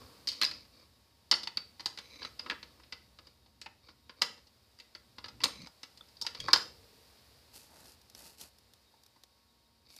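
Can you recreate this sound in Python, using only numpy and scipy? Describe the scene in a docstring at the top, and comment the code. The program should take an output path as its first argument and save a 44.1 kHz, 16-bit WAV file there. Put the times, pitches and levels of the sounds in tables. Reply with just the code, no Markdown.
"""Marble run in a small carpeted room

Marbles knock and bounce through a hard plastic marble run, close to the microphone of a hand-held phone.
Each knock is a noise crack with decaying modes and paired rings; random tiny contacts make the rolling.
A narrow gliding hum follows a marble round a curve; noise echoes answer the knocks from the room.
Fingers brush and tap the case near the end, over soft hiss, low rumble and a faint household hum."""
import sys
import numpy as np
from scipy import signal
from scipy.fft import rfft, irfft
from scipy.io import wavfile

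SR = 44100
rng = np.random.default_rng(int(sys.argv[2]) if len(sys.argv) > 2 else 0)


def output_pcm(signal):
    """Save a mono or channel-first signal as 16-bit PCM at the path in sys.argv[1].

    Samples are clipped to [-1, 1] before scaling.
    """
    pcm = np.clip(np.atleast_2d(signal).T, -1, 1) * 32767
    wavfile.write(sys.argv[1], SR, np.round(pcm).astype(np.int16))


N = 440559
T = np.arange(N) / SR  # seconds


def undb(db):
    """Decibels to gain."""
    return 10 ** (np.asarray(db) / 20)


def unit(x):
    """Scale to rms 1."""
    return x / np.sqrt(np.mean(x ** 2) + 1e-30)


def add(out, start_s, x):
    """Mix x into out from a start time."""
    i = max(int(start_s * SR), 0)
    out[i:i + len(x)] += x[:len(out) - i]


def colour(x, points):
    """Shape x with a spectrum of (Hz, dB) points, sloping away beyond both ends, at rms 1."""
    hz, db = np.transpose(points)
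    f = np.fft.rfftfreq(len(x), 1 / SR) + 1
    skirts = np.minimum(f / hz[0], 1) ** 2 * np.minimum(hz[-1] / f, 1) ** 2
    gain = undb(np.interp(np.log(f), np.log(hz), db)) * skirts
    return unit(irfft(rfft(x) * gain, len(x)))


def resonate(x, modes):
    """Ring (Hz, nominal width, dB) resonances with x; two passes keep the valleys dark."""
    out = 0
    for hz, width, db in modes:
        b, a = signal.iirpeak(hz, hz / (0.71 * width), fs=SR)
        ring = signal.lfilter(b, a, signal.lfilter(b, a, x))
        out = out + undb(db) * unit(ring)
    return unit(out)


def swell(start_s, length_s, swell_db, attack_s, release_s):
    """Attack, an even rise or fall in dB, release."""
    edges = np.clip((T - start_s) / attack_s, 0, 1) * np.clip((start_s + length_s - T) / release_s, 0, 1)
    progress = np.clip((T - start_s) / length_s, 0, 1)
    return edges * undb(swell_db * (progress - .5))


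def gains(rows, attack_s, release_s):
    """Gain curves of the high and the low part of a motion, summed over its stretches."""
    curves = 0
    for start_s, length_s, high_db, low_db, swell_db in rows:
        shape = swell(start_s, length_s, swell_db, attack_s, release_s)
        curves = curves + undb([[high_db], [low_db]]) * shape
    return curves


def grains(per_s, spread_db):
    """Dense tiny contacts of uneven size."""
    present = rng.random(N) < per_s / SR
    return present * rng.standard_normal(N) * undb(spread_db * rng.standard_normal(N))


def walk(per_s):
    """Slow random wander of spread near 1, through a number of new values each second."""
    return 1.2 * np.interp(T * per_s, np.arange(400), rng.standard_normal(400))


def fade(t, t60):
    """Exponential decay by 60 dB in t60 seconds."""
    return np.exp(-np.log(1000) * t / np.maximum(t60, .002))


# Frequency registers at the microphone: boom, thud, body, clack, bright, tick. 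Each entry: an edge in Hz.
REGISTER_EDGES = [80, 200, 750, 1700, 3400, 5700, 14500]
BANDS = [signal.butter(4, edges, "band", fs=SR, output="sos") for edges in zip(REGISTER_EDGES, REGISTER_EDGES[1:])]


def voice(blow, levels_db):
    """Where a part is struck decides how strongly each register speaks (rms over a hundredth of a second)."""
    out = 0
    for band, db in zip(BANDS, levels_db):
        part = signal.sosfilt(band, blow)
        out = out + part * undb(db) / np.sqrt(np.sum(part ** 2) / (SR / 100))
    return out


# Hiss of the quiet room. Each row: frequency in Hz, relative level in dB.
AIR_COLOUR = [(200, -16), (360, -12.5), (480, -8), (760, -11.5), (1050, -13.5), (1450, -15.5), (3200, -16),
              (3900, -13), (4650, -8), (5200, -11.5), (6100, -20.5), (9000, -21.5), (15000, -23)]
# Its loudness at the microphone. Each row: time in seconds, level in dB.
AIR_LEVEL = [(0, -60), (1.1, -70), (2.3, -63.5), (3.6, -72), (7, -63), (10, -73)]
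# Low rumble of the room and the hand. Each row: frequency in Hz, relative level in dB.
RUMBLE_COLOUR = [(25, -27), (40, -22.5), (52, -6.5), (66, 4), (90, -1.5), (120, -2.5), (160, -12),
                 (220, -7.5)]
# Its loudness at the microphone. Each row: time in seconds, level in dB.
RUMBLE_LEVEL = [(0, -62.5), (1.2, -71), (2.5, -66.5), (4.9, -72.5), (5.45, -59), (5.8, -74), (6.5, -62.5),
                (7, -68.5), (8.3, -69.5), (9.3, -76.5), (10, -71.5)]
# Hum of an appliance. Each row: centre frequency in Hz, level in dB before trim and wander.
APPLIANCE_HUM = [(231.5, -86), (931.3, -84.5), (1104, -85.5)]
# A soft whine of the room. Each row: frequency in Hz, nominal width in Hz, relative level in dB.
ROOM_WHINE = [(3767, 40, 0)]


def background(hum_trim_db=-1.5, whine_db=-82, waver_hz=2):
    """Noise coloured as hiss and rumble, a narrow resonant whine, and hum tones wavering in pitch and level."""
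    air = colour(rng.standard_normal(N), AIR_COLOUR) * undb(np.interp(T, *np.transpose(AIR_LEVEL)))
    low = colour(rng.standard_normal(N), RUMBLE_COLOUR) * undb(np.interp(T, *np.transpose(RUMBLE_LEVEL)))
    hum = 0
    for hz, db in APPLIANCE_HUM:
        level = undb(db + hum_trim_db + 2 * walk(4.6))
        phase = 2 * np.pi * np.cumsum(hz + waver_hz * walk(31)) / SR
        hum = hum + level * np.sin(phase)
    whine = undb(whine_db) * resonate(rng.standard_normal(N), ROOM_WHINE)
    return air + low + np.sqrt(2) * hum + whine


# Marbles on the open chutes, close by; the first row, at 0 s, is instead the fading tail of a knock struck just
# before. Each row: start in seconds, length in seconds, # rattle in dB and rumble in dB (both before trim),
# swell over the stretch in dB.
CHUTE_ROLLS = [(0, 0.068, -66, -57, -19), (.04, 0.3, -79, -66.5, -2), (.29, 0.18, -58.5, -63.5, 9),
               (.52, .15, -63.5, -71.5, -19), (.72, 0.15, -65, -67, 3), (2.42, 0.15, -61, -56, 10),
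               (2.62, 0.23, -80, -73.5, 2), (3.2, 0.15, -72, -77.5, 4), (3.83, 0.11, -64.5, -68, 2),
               (4.16, 0.076, -67, -66.5, 9), (5.42, 0.13, -54, -51, -15), (6.35, 0.19, -53, -56.5, 17),
               (9.84, 0.21, -66.5, -75.5, 5)]
# A marble running through a tube. Each row: start in seconds, length in seconds,
# rattle in dB and rumble in dB (both before trim), swell over the stretch in dB.
TUBE_RUNS = [(1.99, 0.313, -56.5, -59.5, 16), (5.52, 0.172, -56.5, -59.5, 11)]
# Resonances of a chute under a rolling marble. Each row: frequency in Hz, nominal width in Hz, relative level in dB.
CHUTE_MODES = [(2310, 440, -3), (3870, 410, -1), (4600, 930, 7), (5005, 350, -5)]
# Resonances of the tube. Each row: frequency in Hz, nominal width in Hz, relative level in dB.
TUBE_MODES = [(2300, 580, -4), (4020, 370, -2.5), (4680, 1400, -4), (6200, 130, -12)]
# Low resonances of the chutes. 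Each row: frequency in Hz, nominal width in Hz, relative level in dB.
CHUTE_LOW_MODES = [(283, 140, -2.5), (493, 210, -2.5), (1100, 450, -2.5)]
ROLL_ATTACK_S, ROLL_RELEASE_S = .02, 0.051


def rolling(stretches, resonances, rattle_trim_db, rumble_trim_db):
    """Marbles chatter over the grain of the plastic: random contacts of wandering strength ring the resonances."""
    rattle, rumble = gains(stretches, ROLL_ATTACK_S, ROLL_RELEASE_S)
    contacts = grains(per_s=1800, spread_db=-4) * undb(walk(30))
    high = undb(rattle_trim_db) * rattle * resonate(contacts, resonances)
    low = undb(rumble_trim_db) * rumble * resonate(contacts, CHUTE_LOW_MODES)
    return high + low


# Faint stray touches early in the run: latest start in seconds, middle level and largest departure in dB.
STRAY_END_S, STRAY_DB, STRAY_SPREAD_DB = 3.7, -73.5, 10.5


def strays(count=12, body_db=-6, clack_db=-6, tick_db=-12, hollow_hz=1100, bright_hz=4600, ring_db=-3):
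    """Faint knocks at random moments, each on a slightly different part."""
    rows = []
    for when, size, part in rng.random((count, 3)):
        level_db = STRAY_DB + STRAY_SPREAD_DB * (2 * size - 1)
        hollow, bright = hollow_hz * 2 ** (part - .5), bright_hz * (1 + 0.12 * (part - .5))
        rows.append((STRAY_END_S * when, level_db, body_db, clack_db, tick_db, hollow, bright, ring_db))
    return rows


# Deep modes of the whole tower. Each row: frequency in Hz, width in Hz (not played), relative level in dB.
TOWER_MODES = [(250, 25, -21), (321, 30, -12.5), (593, 30, -16.5), (941, 30, -8), (1280, 30, -8),
               (2506, 30, -8.5)]
# Modes of the plastic parts. Each row: frequency in Hz, width in Hz (not played), relative level in dB.
PLASTIC_MODES = [(272.5, 110, -20.5), (494.2, 27, -15), (1026, 78, -12), (1452, 43, -10), (1708, 34, -9.5),
                 (2017, 50, -3), (2277, 79, -5), (3090, 78, -8), (3758, 67, -14), (4720, 24, -2),
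                 (4920, 89, -0.5), (5264, 66, -7)]
# Short treble overtones of the parts. Each row: frequency in Hz, width in Hz (not played), relative level in dB.
PLASTIC_OVERTONES = [(6350, 60, -16.5), (6680, 60, -16), (7350, 80, -19.5), (7700, 80, -18.5),
                     (9000, 90, -19.5), (12680, 90, -26), (13900, 90, -23.5)]


def struck_modes(t, mode_t60=0.049, scatter_db=3):
    """The struck plastic's modes, each blow with its own balance, slight detuning and phases."""
    hz, _, mode_db = np.vstack([TOWER_MODES, PLASTIC_MODES, PLASTIC_OVERTONES]).T
    size, detune, turn = rng.standard_normal((3, len(hz), 1))
    swing = np.sin(2 * np.pi * (hz[:, None] * (1 + 0.0094 * detune) * t + turn))
    weight = unit(undb(mode_db[:, None] + scatter_db * size)) / np.sqrt(len(hz) / 2)
    decay = fade(t, mode_t60 * (hz[:, None] / 2000) ** -.3)  # low modes last longer
    return np.sum(weight * swing * decay, axis=0)


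# Weak upper partials of the bright ring. Each entry: ratio to its pitch.
UPPER_RATIOS = (2.3, 2.93)
RING_T60_S, RING_SPLIT = 0.031, 0.018  # decay when ring and crack are equal; split as a share of pitch
RING_SHORTENING = 0.13  # dB per dB: a strongly ringing part radiates its energy away sooner


def struck_rings(t, body_db, hollow_hz, bright_hz, ring_db,
                 hollow_db=-4, hollow_share=0.42, bright_db=-2, twin_db=-12, upper_db=-34):
    """Hollow and bright rings of the struck part, each a close pair; more body rings more hollow."""
    partials = [(hollow_hz, hollow_db + hollow_share * body_db), (bright_hz, bright_db)]
    partials += [(ratio * bright_hz, upper_db) for ratio in UPPER_RATIOS]
    rings = 0
    for hz, db in partials:
        twin = undb(twin_db) * np.sin(2 * np.pi * hz * (1 + RING_SPLIT) * t)
        rings = rings + undb(db) * (np.sin(2 * np.pi * hz * t) + twin)
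    decay = fade(t, RING_T60_S * undb(-RING_SHORTENING * ring_db))
    return np.sqrt(2) * undb(ring_db) * rings * decay


# Marble on plastic, close by. Each row: start in seconds, level of the bright register in dB,
# then body, clack and tick in dB relative to it, hollow pitch in Hz, bright pitch in Hz,
# and level of these two rings over the crack in dB, before their own trims.
KNOCKS = [(0.2722, -32.5, -31, -15, -10, 1690, 4540, 4), (.278, -32, -25, -18, -6, 1210, 4920, 20),
          (0.2864, -30, -59, -18.5, -12.5, 1710, 4710, -1), (.316, -41.5, -27, -25, -11, 1410, 4720, 8),
          (0.414, -27, -13.5, -5, -8, 1220, 4190, 15), (0.4224, -27, -15.5, -7.5, -20, 1630, 4640, -2),
          (0.4325, -26.5, -16.5, -3, -4, 1060, 4280, 24), (.441, -33, -14, -4, -10, 1315, 3960, 6),
          (0.449, -26.5, -57, -22, -15.5, 1040, 4940, 8), (.462, -34.5, -22, -23, -18, 1020, 4740, 13),
          (0.5117, -38.5, -17, -10, -13.5, 1350, 4270, 9),
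          (1.313, -18.5, -18.5, -15, -13.5, 1610, 5250, -3.5), (1.3233, -32, -2, -0.5, -24, 1360, 4460, -1),
          (1.339, -26, -21.5, -16, -37, 920, 4510, 14), (1.4322, -38.5, -17, -16, -14, 940, 4860, -4),
          (1.4724, -35, -10.5, -5, -14, 930, 4500, 11), (1.5715, -27.5, -21, -13.5, -15.5, 1240, 4590, 15),
          (1.7957, -46, -7.5, -8, -21, 990, 4580, -9), (1.804, -45, -10, -10, -13, 1100, 4250, 0),
          (1.858, -28.5, -14.5, -16.5, -12, 960, 4660, 2), (1.974, -44.5, -13, -5, -11, 1480, 4510, -1),
          (1.986, -43.5, -10, -6.5, -11.5, 960, 3980, -12), (2.2178, -51, 1, -6, -25, 1660, 4230, -6),
          (2.228, -41.5, -13, -10, -33, 1040, 4650, 4), (2.248, -40.5, -5, -6, -15, 1270, 4020, 4),
          (2.3907, -51, -10, -9.5, -15, 1290, 4700, -3), (2.3941, -37.5, -17.5, -12, -14.5, 1300, 4920, 6),
          (2.4615, -53, 8.5, 4, -16, 1290, 4500, -10), (2.498, -38.5, -3.5, 6, -13.5, 1280, 4130, -2),
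          (2.509, -42.5, -0.5, 3, -15, 1315, 4700, 5), (2.517, -53.5, 13, -1, -15, 1680, 4750, -3),
          (2.628, -46, -11, -6, -16, 1300, 4380, 0), (2.797, -69, 6.5, 2, -2, 970, 5200, -2),
          (2.834, -60.5, -13, -2, -20, 820, 4500, -9), (2.9229, -40.5, -11.5, -3.5, -17.5, 1470, 4550, -3),
          (3.1865, -54, -4, -5, -16, 1257, 4600, 3), (3.269, -55.5, -12, -10, -9, 1140, 4720, 5.5),
          (3.614, -46.5, -17, -6.5, -6, 1280, 3940, -6), (3.66, -51, 2, 5, -12, 872, 4740, 1.5),
          (3.886, -59, 0, -2.5, -14, 947, 4520, -2.5), (4.094, -51.5, -2, -2.5, -19, 1060, 4850, -4),
          (4.215, -40.5, -2.5, -13, -15, 1200, 4860, -1), (4.2185, -23.5, -11.5, -7.5, -7.5, 886, 4890, -2),
          (4.2229, -45.5, 4, 9.5, -17, 542, 4860, 2), (4.377, -60, -5, -10, -16, 1140, 4700, -3),
          (4.469, -61.5, -15, -13, -10, 936, 4240, 1), (4.787, -58, -14, -7, -5, 1250, 4730, 4),
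          (4.799, -50.5, -17.5, -4, -12, 956, 4660, -5), (4.9498, -45.5, -12, -7.5, -15, 1360, 4530, 8),
          (5.1824, -47, -3.5, -6.5, -19, 970, 4700, -6.5), (5.2413, -42.5, -9, -6.5, -21, 1290, 4700, 2.5),
          (5.257, -51, -4, -8, -12, 1690, 4180, -9), (5.283, -47, -7.5, -11, -13, 1380, 5010, 1),
          (5.4032, -52.5, 1, 3.5, -12, 1600, 5000, -6), (5.415, -46, -26, -14, -20, 1130, 4420, -11),
          (5.436, -27.5, -11.5, -6.5, -9, 1220, 4430, 3), (5.4395, -23.5, -13.5, -11, -2, 1100, 3936, 11.5),
          (5.4552, -34.5, -8, -4, -22, 934, 4250, 15), (5.6172, -50.5, -21, -19, -9, 1320, 4400, 7),
          (5.67, -55, -2, -7, -2, 917, 4900, 1), (5.831, -45, -10.5, -6.5, -8.5, 1710, 5000, -17),
          (5.973, -55, -20, -13, -7.5, 744, 4540, -8), (6.0087, -54, -4, -4, -22, 1320, 3510, 29),
          (6.0849, -64, -21.5, -10, -3, 970, 5080, 4), (6.168, -53.5, -35, -32, -24, 950, 4660, 3),
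          (6.2136, -36, -20, -27, -6, 955, 4660, 4), (6.2216, -37.5, -18.5, -37, -5, 920, 5310, 5),
          (6.248, -57.5, 7.5, 1, -14, 910, 5450, 3), (6.265, -32, -14.5, -8, -11, 1360, 4870, 1),
          (6.3476, -43, -12, -9.5, -17, 1680, 4360, -7.5), (6.401, -41.5, -25, -2.5, -3.5, 1710, 3290, 10),
          (6.4825, -43.5, 15, -4, -6, 1080, 3500, -7.5), (6.5311, -15, -11.5, -18, -10, 1460, 5090, -1.5),
          (6.5344, -22, -8.5, -7.5, -31, 1660, 4800, 4), (6.559, -27, -9, -12, -22, 1090, 4690, 2),
          (8.938, -78, 12, -7, -3.5, 910, 4760, 6), (9.16, -69.5, 2.5, -10, -12.5, 1043, 4540, -3)]
# Colour of the contact crack. Each row: frequency in Hz, relative level in dB.
CRACK_COLOUR = [(71, -54), (120, -9), (499, -11.5), (715, -20), (910, -2.5), (1560, -6), (1660, -9),
                (2030, -4.5), (2480, -8), (2690, -0.5), (3290, -9), (4440, 0.5), (5210, -8.5), (7330, -18),
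                (14500, -32)]
# a blow with more body also thuds more and spreads less of its sound into the room
THUD_DB, THUD_PER_BODY, BOOM_DB = -9, 0.58, -13.5  # boom is relative to thud
ECHO_DB, ECHO_PER_BODY = -2.5, -0.16
# a harder blow has a shorter contact: it starts faster and its thud grows less than its crack
USUAL_BLOW_DB, THUD_LOSS_PER_DB, CONTACT_LOSS_PER_DB = -42, 0.298, 0.3
RING_DRYNESS = 0.19  # dB per dB: a strongly ringing part is heard more directly


def knocks(crack_t60=0.049, snap_t60=0.0042, snap_db=4, modes_db=-2, rise_s=0.0009):
    """A knock is a snap and a crack, the plastic's modes, and the rings of the part that was struck."""
    t = T[:SR // 8]
    for start_s, db, body, clack, tick, hollow_hz, bright_hz, ring_db in KNOCKS + strays():
        envelope = fade(t, crack_t60) + undb(snap_db) * fade(t, snap_t60)
        crack = colour(rng.standard_normal(len(t)), CRACK_COLOUR) * envelope
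        blow = crack + undb(modes_db) * struck_modes(t) + struck_rings(t, body, hollow_hz, bright_hz, ring_db)
        hard_db = db - USUAL_BLOW_DB
        # the plastic gives a little before it pushes back
        contact = 1 - np.exp(-t / rise_s * undb(CONTACT_LOSS_PER_DB * hard_db))
        thud = THUD_DB + THUD_PER_BODY * body - THUD_LOSS_PER_DB * hard_db
        levels_db = db + np.array([thud + BOOM_DB, thud, body, clack, 0, tick])
        room_db = ECHO_DB + ECHO_PER_BODY * body - RING_DRYNESS * max(ring_db, 0)
        yield start_s, voice(blow * contact, levels_db), room_db


# Echo of the small room, one row a register from boom to tick. Each row: decay by 60 dB in seconds, level in dB.
ROOM_DECAY = [(0.61, -0.5), (.45, -5), (.28, -7), (0.35, -8.5), (.34, -12.5), (0.35, -11)]


def room(x, first_s=0.0019, build_s=0.0027):
    """Nearby surfaces answer with scattered echoes that thicken into a short tail."""
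    t = T[:SR // 2]
    onset = 1 - np.exp(-np.maximum(t - first_s, 0) / build_s)
    response = 0
    for band, (t60, db) in zip(BANDS, ROOM_DECAY):
        echoes = rng.standard_normal(len(t)) * (rng.random(len(t)) < .03 + 4 * t)
        even = echoes / np.sqrt(0.023 + 4 * t)  # offsets the growing density
        tail = signal.sosfilt(band, even * onset * fade(t, t60))
        passed = np.sum(signal.sosfilt(band, signal.unit_impulse(len(t))) ** 2)
        response = response + undb(db) * tail * np.sqrt(passed / np.sum(tail ** 2))
    return signal.fftconvolve(x, response)[:N]


# A marble circling a curve, close by. Each row: start in seconds, length in seconds,
# first pitch in Hz, last pitch in Hz, level in dB, swell over the stretch in dB.
CIRCLES = [(5.561, .1, 231.7, 176, -52, 17), (6.38, .12, 125, 111, -54, 0), (6.413, .1, 416, 487, -59, 3.5),
           (6.577, .5, 480, 418, -71, -10.5)]


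def circling(width_hz=45):
    """A rough, narrow hum that glides with the marble's speed: slow noise carried on a moving pitch."""
    out = 0
    smooth = signal.butter(2, width_hz, fs=SR, output="sos")
    for start_s, length_s, first_hz, last_hz, db, swell_db in CIRCLES:
        rough = unit(signal.sosfilt(smooth, rng.standard_normal((2, N))))
        pitch = np.interp(T, [start_s, start_s + length_s], [first_hz, last_hz])
        phase = 2 * np.pi * np.cumsum(pitch) / SR
        loudness = undb(db) * swell(start_s, length_s, swell_db, ROLL_ATTACK_S, ROLL_RELEASE_S)
        out = out + loudness * (rough[0] * np.cos(phase) + rough[1] * np.sin(phase))
    return out


# Fingers sliding on the case, right at the microphone. Each row: start in seconds, length in seconds,
# hiss in dB and rub in dB (both before trim), swell over the stroke in dB.
STROKES = [(7.52, 0.18, -54.5, -62.5, -3.5), (7.67, 0.22, -64, -60, 9), (7.83, 0.14, -57, -61, 10),
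           (8.14, 0.24, -56, -60.5, -1), (8.37, 0.13, -46.5, -56, 5), (9.88, .2, -61.5, -76, 3)]
# Colour of the sliding hiss. Each row: frequency in Hz, relative level in dB.
HISS_COLOUR = [(880, -37.5), (1500, -24.5), (2290, -15), (2610, -5), (3320, -12), (4690, -1), (5960, -7.5),
               (12500, -8.5), (14200, -14), (14800, -31)]
# Colour of the low rub. Each row: frequency in Hz, relative level in dB.
RUB_COLOUR = [(88, -39.5), (150, -2.5), (771, -8.5), (926, -2.5), (978, -11.5), (2000, -12.5), (2600, -31),
              (4400, -120)]
# Fingers tapping the case. Each row: start in seconds, level of the bright register in dB before trim,
# tick level in dB relative to it.
TAPS = [(7.5608, -58, 2), (7.856, -59.5, -7), (8.0151, -66, -3), (8.099, -61, -0.5), (8.149, -52, -6),
        (8.191, -65, 7), (8.413, -52.5, 1), (8.585, -66, -0.5), (8.736, -62, -2), (9.035, -66, -0.5),
        (9.063, -64, -1.5), (9.236, -57, -5.5), (9.902, -60, -19), (9.964, -58, 2)]
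STROKE_ATTACK_S, STROKE_RELEASE_S = 0.046, 0.11


def fingers(hiss_trim_db=-1, rub_trim_db=-2, tap_trim_db=-1, tap_t60=0.021, boom_db=-20, thud_db=-13, clack_db=-14):
    """Skin sticks and slips on the case as dense random contacts, and taps it with short noise bursts."""
    hiss, rub = gains(STROKES, STROKE_ATTACK_S, STROKE_RELEASE_S)
    out = undb(hiss_trim_db + 1.7 * walk(35)) * hiss * colour(grains(per_s=8000, spread_db=-4.5), HISS_COLOUR)
    out += undb(rub_trim_db) * rub * colour(grains(per_s=1600, spread_db=-0.5), RUB_COLOUR)
    t = T[:SR // 10]
    for start_s, db, tick in TAPS:
        tap = rng.standard_normal(len(t)) * fade(t, tap_t60)
        # body and clack share one level
        levels_db = tap_trim_db + db + np.array([boom_db, thud_db, clack_db, clack_db, 0, tick])
        add(out, start_s, voice(tap, levels_db))
    return out


def scene():
    """The run and its echo, the hand and the room tone, all heard in the centre."""
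    direct, to_room = np.zeros(N), np.zeros(N)
    for start_s, knock, room_db in knocks():
        add(direct, start_s, knock)
        add(to_room, start_s, knock * undb(room_db))
    chutes = rolling(CHUTE_ROLLS, CHUTE_MODES, rattle_trim_db=3.5, rumble_trim_db=1)
    tubes = rolling(TUBE_RUNS, TUBE_MODES, rattle_trim_db=1, rumble_trim_db=-5)
    run = undb(-1) * direct + room(to_room) + chutes + tubes + circling()
    mono = run + fingers() + background()
    return np.array([mono, mono])


def record(dry, top_hz=14900):
    """The phone cuts the top steeply, with an elliptic low-pass."""
    return signal.sosfilt(signal.ellip(10, .2, 80, top_hz, fs=SR, output="sos"), dry)


dry = scene()
out = record(dry)
output_pcm(out)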